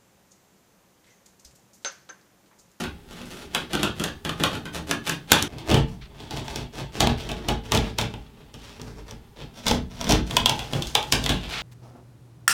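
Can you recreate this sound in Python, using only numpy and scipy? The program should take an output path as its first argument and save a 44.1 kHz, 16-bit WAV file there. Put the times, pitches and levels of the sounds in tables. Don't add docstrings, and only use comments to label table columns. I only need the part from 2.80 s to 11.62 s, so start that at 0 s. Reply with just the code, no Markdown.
import sys
import numpy as np
from scipy import signal
from scipy.fft import rfft, irfft
from scipy.io import wavfile
from scipy.ndimage import uniform_filter1d

SR = 44100
rng = np.random.default_rng(int(sys.argv[2]) if len(sys.argv) > 2 else 0)


def wav_out(sig):
    wavfile.write(sys.argv[1], SR, np.round(np.clip(np.atleast_2d(sig).T, -1, 1) * 32767).astype(np.int16))


N = 388962
TIME = np.arange(N) / SR
IR_SIZE = 32768
CUT_S = 2.68
SNAP_SAMPLES = 0.04 * SR


def undb(db):
    return 10 ** (np.asarray(db) / 20)


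def unit(x):
    return x / np.sqrt(np.sum(x ** 2) + 1e-18)


def rms_one(x):
    return unit(x) * np.sqrt(N)


def on_log(hz, points):
    f, value = np.transpose(points)
    return np.interp(np.log(np.maximum(hz, 1)), np.log(f), value)


def causal(db):
    cepstrum = irfft(np.log(undb(db)))
    half = len(cepstrum) // 2
    cepstrum[1:half] *= 2
    cepstrum[half + 1:] = 0
    return irfft(np.exp(rfft(cepstrum)))


def band(x, lo, hi, order=3):
    sos = signal.butter(order, [lo, min(hi, 0.49 * SR)], "band", fs=SR, output="sos")
    return signal.sosfilt(sos, x)


def bumps(hz, modes):
    return sum(db / (1 + (2 * (hz - f) / width) ** 2) for f, width, db in modes)


def resonate(x, modes, size=2048):
    response = causal(bumps(np.fft.rfftfreq(size, 1 / SR), modes))
    return signal.oaconvolve(x, response)[:len(x)]


def even_out(spectrum, bins):
    return spectrum / np.sqrt(uniform_filter1d(abs(spectrum) ** 2, size=bins))


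def flutter(size=600):
    smooth = uniform_filter1d(rng.standard_normal(N), size)
    return rms_one(uniform_filter1d(smooth, size // 2))


# (frequency [Hz], relative density [dB per Hz])
AIR_SPECTRUM = [(15, -25.5), (25, -5.5), (76, -13.5), (229, -17), (335, -26.5), (405, -14.5), (607, -53.5),
                (796, -20.5), (1020, -33), (2610, -37.5), (16000, -45)]
AIR_A_DB, AIR_B_DB = -50.5, -54


def air():
    gain = undb(on_log(np.fft.rfftfreq(N, 1 / SR), AIR_SPECTRUM))
    noise = irfft(rfft(rng.standard_normal(N)) * gain, N)
    return rms_one(noise) * undb(np.where(TIME < CUT_S, AIR_A_DB, AIR_B_DB))


# (frequency [Hz], time to fall by 60 dB [s])
RING_TIMES = [(60, 0.92), (250, 0.22), (1000, 0.25), (3300, 0.26), (7000, 0.19), (14000, 0.12)]


def diffuse(build_s):
    t, hz = TIME[:IR_SIZE], np.fft.rfftfreq(IR_SIZE, 1 / SR)
    noise, tail = rfft(rng.standard_normal(IR_SIZE)), 0
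    build = 1 - np.exp(-t / build_s)
    for (_, t60), pick in zip(RING_TIMES, np.eye(len(RING_TIMES))):
        share = on_log(hz, [(f, p) for (f, _), p in zip(RING_TIMES, pick)])
        tail = tail + irfft(noise * share) * undb(-60 * t / t60)
    spectrum = even_out(rfft(tail * build), 45)
    return unit(irfft(spectrum) * build * (t < t[-1] * 0.5))


# (frequency [Hz], level at first position [dB], level at second position [dB])
HOLLOW_MODES = [(52.5, -9, 2.5), (73.8, -7.5, -2), (111.4, -4, 1.5), (140.16, -0.5, 2.5), (163.8, 4, -29.5),
                (195.7, 0, -14.5), (226.1, 0, -1), (241.5, -3.5, -0.5), (285.4, -0.5, -5),
                (310.6, -5, -9.5), (324.3, -9, -9.5), (355.3, -3, -10), (367, -4.5, -11.5), (411, -4, -18),
                (445.4, -6, -5)]
HULL_T60_S = 0.38


def hull_ring(position, build_s=0.0062):
    t, modes = TIME[:IR_SIZE], 0
    for row in HOLLOW_MODES:
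        phase = rng.random()
        modes = modes + undb(row[1 + position]) * np.sin(2 * np.pi * (row[0] * t + phase))
    return unit(modes * undb(-60 * t / HULL_T60_S) * (1 - np.exp(-t / build_s)))


# (frequency [Hz], relative gain [dB])
COLOUR_FIRST = [(240, -35.5), (400, 4.5), (1010, -2), (1400, 2), (2050, -3.5), (3370, 0.5), (4950, -7.5),
                (7060, -9.5), (8900, -12.5), (10200, -12), (11400, -15), (12300, -16.5), (13300, -21),
                (14800, -17.5), (16000, -33.5)]
COLOUR_SECOND = [(240, -35), (400, 6.5), (453, 2.5), (504, -6), (645, -2.5), (742, -4), (852, -4),
                 (1160, -6.5), (1900, -9.5), (3310, 0), (4110, -7.5), (5430, -13.5), (7400, -18.5),
                 (12100, -26.5), (16000, -30.5)]
# (frequency [Hz], relative gain [dB])
HULL_FIRST = [(35, -22), (70, 4.5), (150, 0.5), (300, 4.5), (500, -1)]
HULL_SECOND = [(28, -6.5), (55, 4.5), (90, -10.5), (140, 0.5), (300, -5.5), (500, -6)]
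# (frequency [Hz], width [Hz], peak over the broad response [dB])
BODY_MODES = [(674, 51, 2), (785, 16, -0.5), (850, 65, 5), (1100, 12, 0), (1076, 26, 1), (1470, 64, -1.5),
              (2647, 230, 3.5), (3020, 43, 3.5), (3420, 270, 1.5)]
PART_EDGES = [24, 500, 2000, 4800, 17000]


def paths(position, boom_build_s=0.011, room_build_s=0.0012, loose_boom_db=-3):
    hz = np.fft.rfftfreq(IR_SIZE, 1 / SR)
    colour, hull = [(COLOUR_FIRST, HULL_FIRST), (COLOUR_SECOND, HULL_SECOND)][position]
    thud = unit(band(causal(on_log(hz, hull)), PART_EDGES[0], PART_EDGES[1]))
    loose_boom = unit(signal.fftconvolve(thud, diffuse(boom_build_s))[:IR_SIZE])
    responses = [(thud, unit(hull_ring(position) + undb(loose_boom_db) * loose_boom))]
    click = causal(on_log(hz, colour) + bumps(hz, BODY_MODES))
    garage = diffuse(room_build_s)
    for lo, hi in zip(PART_EDGES[1:], PART_EDGES[2:]):
        direct = unit(band(click, lo, hi))
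        responses.append((direct, unit(signal.fftconvolve(direct, garage)[:IR_SIZE])))
    return responses


def sound(force, responses):
    heard = 0
    for force_pair, response_pair in zip(force, responses):
        for f, response in zip(force_pair, response_pair):
            heard = heard + signal.fftconvolve(f, response[:IR_SIZE // 2])
    return heard


# (peak time [s], rise [s], fall [s], level at the peak [dB])
SLEEVE_RUBS = [(3.22, .012, 0.063, -43.5), (5.849, 0.071, 0.14, -52), (8.785, 0.11, 0.079, -30.5)]


def swish(lo_hz=1150, hi_hz=4400, flutter_db=2):
    rub = rms_one(band(rng.standard_normal(N), lo_hz, hi_hz) * undb(flutter_db * flutter()))
    level = 0
    for s, rise_s, fall_s, db in SLEEVE_RUBS:
        level = level + np.interp(TIME, [s - rise_s, s, s + fall_s], [0, undb(db), 0])
    return rub * level


# (start [s], length [s], scrape level [dB],
# push on the hull [dB], treble relative to the scrape [dB])
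PUSHES = [(0, 0.0069, -31, -24.5, -7), (0.313, 0.11, -44.5, -39.5, -8), (0.469, 0.17, -47.5, -44.5, -5.5),
          (0.737, 0.081, -43.5, -40, -11), (0.93, 0.13, -36, -31, -13.5), (1.183, 0.1, -41.5, -39, -10),
          (1.482, 0.024, -39.5, -43, -8), (1.61, .14, -39, -34.5, -9.5), (1.951, 0.0078, -35, -32, -7),
          (2.094, 0.023, -37, -31, -6.5), (2.268, 0.046, -31, -36, -8), (2.512, 0.1, -30, -33, -12),
          (2.687, 0.15, -53.5, -40.5, -10), (2.888, 0.081, -35, -23.5, -8), (3.086, 0.04, -53, -47, -3.5),
          (3.293, .06, -57, -46, -16), (3.377, 0.17, -45.5, -42, -11), (3.545, 0.032, -35.5, -32, -7.5),
          (3.662, 0.14, -38.5, -35.5, -8.5), (3.954, 0.045, -39, -33.5, -8),
          (4.154, 0.068, -37.5, -31.5, -8), (4.225, .012, -32, -22.5, -13),
          (4.283, 0.014, -32.5, -24.5, -12), (4.392, 0.032, -35, -38, -10), (4.45, 0.3, -47, -36, -11),
          (4.876, .2, -41.5, -36, -10), (4.94, 0.04, -28.5, -22, -10), (5.191, 0.04, -37, -31.5, -11),
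          (5.282, .13, -57, -49.5, -7), (5.597, 0.02, -58, -50, -14), (5.815, 0.13, -48.5, -49, -6.5),
          (6.001, 0.19, -54, -41, -4.5), (6.288, 0.034, -49, -38, -6), (6.587, 0.02, -41.5, -37, -13.5),
          (6.775, 0.14, -45.5, -47, -8.5), (6.879, 0.044, -29.5, -20, -6), (7.13, .08, -47, -45, -9),
          (7.22, 0.05, -37, -30.5, -9), (7.303, 0.043, -27, -20, -9), (7.473, 0.034, -44, -55, -6),
          (7.516, 0.082, -40, -27, -1.5), (7.744, 0.12, -44, -42, -5), (7.926, .07, -41, -31, -4),
          (8.05, 0.24, -48, -44, -0.5), (8.342, 0.16, -41, -33, -6), (8.514, 0.14, -39.5, -43, -11.5),
          (8.713, 0.084, -35, -42, -9)]
# (scrape level [dB], push on the hull [dB], treble level [dB])
RESTING_BLADE = (-63.5, -56, -81)
GRIP_S, EASE_S = 0.028, 0.042
SLOW_GRIP = 0.15
SWELL_DB, LEAN_DB, DULL_DB = 1.5, 1, -3.5


def strokes():
    levels = np.outer(undb(RESTING_BLADE), np.ones(N))
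    held = np.array([0, 1, 1, 0])
    progress = np.array([-0.5, -0.39, 0.25, 0.5])
    for s, length, db, push_db, treble_db in PUSHES:
        corners = [s - GRIP_S - SLOW_GRIP * length, s, s + length, s + length + EASE_S]
        now = slice(*np.searchsorted(TIME, [corners[0], corners[-1]]))
        drifts = [(db, SWELL_DB), (push_db, LEAN_DB), (db + treble_db, DULL_DB)]
        for k, (mean_db, change_db) in enumerate(drifts):
            gain = np.interp(TIME[now], corners, held * undb(mean_db + change_db * progress))
            levels[k, now] = np.hypot(levels[k, now], gain)
    return levels


def splinters(per_s, over_db):
    ticks = (rng.random(N) < per_s / SR) * rng.uniform(0.5, 1, N)
    return rms_one(ticks) * undb(over_db)


def scraping(grains_per_s=800, spread_db=5, rub=0.54, flutter_db=3.0, knock_db=-5.5, hull_share=0.57,
             direct_db=-1, hull_direct_db=-10):
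    level, push, treble = strokes()
    sizes = undb(spread_db * np.minimum(rng.exponential(size=N), 3))
    grains = (rng.random(N) < grains_per_s / SR) * sizes * rng.choice([-1, 1], N)
    crackle = unit(grains) + rub * unit(rng.standard_normal(N))
    friction = rms_one(crackle * undb(flutter_db * flutter()))
    friction = friction + splinters(per_s=15, over_db=-9)
    knock = undb(knock_db) * level * (0.5 + push / level) ** hull_share
    # (level over time, direct over room [dB])
    parts = [(push, hull_direct_db), (knock, direct_db), (level, direct_db), (treble, direct_db)]
    force = []
    for gain, near_db in parts:
        split = unit(np.array([undb(near_db), 1]))
        force.append(np.outer(split, friction * gain))
    return np.array(force)


def crack(decay_s, resonance, lead_db, lead_s=0.0027, size=1024):
    t = TIME[:size] - TIME[size // 2]
    lead_in = undb(lead_db) * np.exp(-abs(t) / lead_s)
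    shape = np.where(t < 0, lead_in, np.exp(-abs(t) / decay_s))
    spectrum = even_out(rfft(rng.standard_normal(size) * shape), 15)
    return unit(resonate(irfft(spectrum), [resonance]))


# (time [s], frequency [Hz], width [Hz], peak [dB])
HIGH_SPIT = (2.5188, 12300, 1200, 18)
SPIT_DB = -22.5


def spit(decay_s=0.0012):
    s, *resonance = HIGH_SPIT
    burst = crack(decay_s, resonance, -40)
    start = int(s * SR) - len(burst) // 2
    placed = np.pad(burst, (start, N - start - len(burst)))
    return placed * undb(SPIT_DB) * np.sqrt(SNAP_SAMPLES)


# (time [s], level of the strip's part over 40 ms [dB],
# hull boom relative to it [dB], brightness [dB], direct over room before each part's offset [dB],
# pitch of the knock [Hz], pitch of the strip's ring [Hz])
RESIN_SNAPS = [(0.038, -40.5, 0, -3.5, -4, 1560, 2800), (0.7485, -29, -5, -1, -1, 1390, 3300),
               (0.9328, -33, 6, -2.5, -5.5, 1470, 3450), (0.952, -38.5, -10, 0.5, 9, 1440, 3500),
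               (1.0313, -29, 1.5, -1, -3, 1320, 2800), (1.1977, -37, 10.5, -1, -5, 1370, 3250),
               (1.239, -32.5, -17, 0.5, -2, 1650, 6700), (1.4498, -37, 7.5, -2.5, -3, 1620, 3250),
               (1.4931, -37.5, 2, -3.5, 4, 1150, 3220), (1.5991, -39.5, 16, -5, -6, 1830, 3250),
               (1.6368, -26, -15, -2.5, -0.5, 1070, 3400), (1.752, -45, 1, -3.5, -2, 1530, 3410),
               (1.855, -44.5, 7.5, -4, -5, 1530, 3140), (2.1115, -29, -2.5, -1, 2, 1650, 6110),
               (2.273, -42, 8, -5, -3, 1530, 6910), (2.2951, -33.5, -1, 1, 9, 1640, 6800),
               (2.5183, -18.5, -1.5, 2.5, 10.5, 1540, 7140), (2.531, -24, -12, -1, -4, 894, 3430),
               (2.625, -35.5, 0, 7.5, 3, 1530, 6030), (2.784, -47.5, -2, 0.5, -6, 825, 5100),
               (2.9014, -37, 7.5, 0.5, 2, 640, 3100), (2.9139, -30.5, 15.5, -3, -3.5, 640, 3030),
               (2.9434, -30, 9.5, -1, 1, 845, 2980), (3.509, -41, 8, -1.5, -3, 840, 4500),
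               (3.572, -46.5, 10, 2, 7, 830, 3100), (3.681, -45, 0, -1.5, 8, 820, 5820),
               (3.759, -37.5, 4, 1, -1, 824, 5600), (4.2052, -23.5, 5, 0, -1.5, 804, 6800),
               (4.272, -32, 9.5, -2.5, 7.5, 850, 3870), (4.4904, -39.5, 8.5, -2, -7, 625, 2600),
               (4.516, -43.5, -4, 1, 0, 820, 3670), (4.6861, -29.5, 6.5, -1.5, -2, 870, 2580),
               (4.9202, -26.5, 2.5, -0.5, 1, 804, 6400), (4.9486, -28.5, 4.5, 0, -3, 850, 6580),
               (4.974, -36, -6, 2, 13, 826, 3770), (5.1862, -29, 2, 0.5, -1, 845, 3870),
               (5.213, -36.5, 4.5, 0.5, -0.5, 860, 3780), (5.3391, -49.5, 15, -3.5, 1.5, 813, 3040),
               (5.741, -50.5, 9.5, 0, -4, 823, 5740), (5.997, -54.5, 16.5, -6, 1, 676, 5930),
               (6.0157, -53, 8, 5.5, 7, 1280, 5900), (6.2817, -53.5, -8, -3, -10, 677, 6070),
               (6.3098, -55, -9.5, 6.5, 7, 800, 5950), (6.8667, -29, 1.5, -1.5, -3.5, 830, 3940),
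               (6.882, -32.5, -5, 6, -2, 855, 5270), (6.912, -32.5, 8, -1, 13, 860, 5300),
               (7.2123, -38, -17, 0.5, 3.5, 840, 5930), (7.243, -44, 3, 2, 12, 1630, 5910),
               (7.2925, -27.5, 6.5, 0, -8, 670, 5560), (7.309, -28, 5, -0.5, -3, 704, 5470),
               (7.322, -33, 7, 4, 3.5, 850, 5500), (7.5095, -39.5, -9, -1.5, 3.5, 634, 3360),
               (7.5677, -24, -20, 2, 3.5, 1015, 3300), (7.6592, -25.5, -9, 2, 2.5, 960, 3240),
               (7.695, -28, 0.5, 1.5, 0.5, 930, 5660), (7.7922, -39, -6, .5, -2.5, 746, 3410),
               (7.9337, -38, 15, -1.5, 2.5, 567, 3300), (8.0226, -38.5, -15, 3.5, -0.5, 1550, 3490),
               (8.071, -44.5, -3, 6, -6, 1510, 6640), (8.152, -24, -11, 1, 2, 850, 3650),
               (8.228, -42, -12, 1, 3, 860, 3500), (8.3237, -23, -0.5, 3.5, -2, 1590, 5340),
               (8.4405, -43.5, -15, 8.5, 0, 1900, 3660), (8.4615, -32, -17, 0, 4, 1930, 3620),
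               (8.493, -28.5, 8.5, 0, -5, 1620, 3680)]


def snaps(knock_s=0.0024, ring_s=0.0032, tick_s=0.0012, hull_direct_db=-11, knock_direct_db=-4,
          tick_direct_db=5.5, knock_width_hz=200, knock_peak_db=7, ring_width_hz=650, ring_peak_db=4.5,
          lead_db=-18, knock_db=-0.72, tick_db=-2.0, knock_purity=1.2, ring_purity=0.7):
    force = np.zeros((4, 2, N + IR_SIZE))
    for s, db, boom, bright_db, direct_db, knock_hz, ring_hz in RESIN_SNAPS:
        knock, tick = knock_db - bright_db, tick_db + bright_db
        clean_db = np.clip(direct_db, 0, 5)
        lead = lead_db - 2 * clean_db
        plank = (knock_hz, knock_width_hz, knock_peak_db + knock_purity * clean_db)
        strip = (ring_hz, ring_width_hz, ring_peak_db + ring_purity * clean_db)
        # (shape of the force, level relative to the strip [dB], offset of direct over room [dB])
        parts = [(np.ones(1), boom, hull_direct_db),
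                 (crack(knock_s, plank, lead), knock, knock_direct_db),
                 (crack(ring_s, strip, lead), 0, 0),
                 (crack(tick_s, strip, lead), tick, tick_direct_db)]
        for k, (shape, rel_db, near_db) in enumerate(parts):
            start = int(s * SR) - len(shape) // 2
            split = unit(np.array([undb(direct_db + near_db), 1]))
            blow = np.outer(split, shape) * undb(db + rel_db) * np.sqrt(SNAP_SAMPLES)
            force[k, :, start:start + len(shape)] += blow
    return force[:, :, :N]


# (frequency [Hz], width [Hz], peak [dB])
RASP_MODES = [(2900, 1800, -3), (3630, 230, 1.5), (4900, 450, -3), (5570, 1500, 5)]
# (time [s], share [0-1])
TAUTNESS = [(2.7, 0.11), (3.3, 0.45), (5.6, .3), (6.0, 0.56), (6.7, 1), (7.36, 1), (7.55, 0.04)]


def tighten(force):
    taut = np.clip(np.interp(TIME, *np.transpose(TAUTNESS)), 0, 1)
    upper = [[(1 - taut) * f + taut * resonate(f, RASP_MODES) for f in pair] for pair in force[2:]]
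    return np.concatenate([force[:2], upper])


NEW_SPOTS = [.9, 1.42, 2.47, 4.1, 4.85, 6.7, 7.63, 8.3]


def scene():
    force = tighten(snaps() + scraping())
    out = air() + swish() + spit()
    cut = int(CUT_S * SR)
    bounds = sorted([0, cut, N] + [int(s * SR) for s in NEW_SPOTS])
    for start, stop in zip(bounds, bounds[1:]):
        position = int(start >= cut)
        end = N if position else cut
        work = sound(force[:, :, start:stop], paths(position))[:end - start]
        out[start:start + len(work)] += work
    return out[None]


TOP_HZ = 15850


def record(dry):
    low_pass = signal.ellip(8, 0.2, 70, TOP_HZ, fs=SR, output="sos")
    return signal.sosfilt(low_pass, np.clip(dry, -1, 1))


dry = scene()
out = record(dry)
wav_out(out)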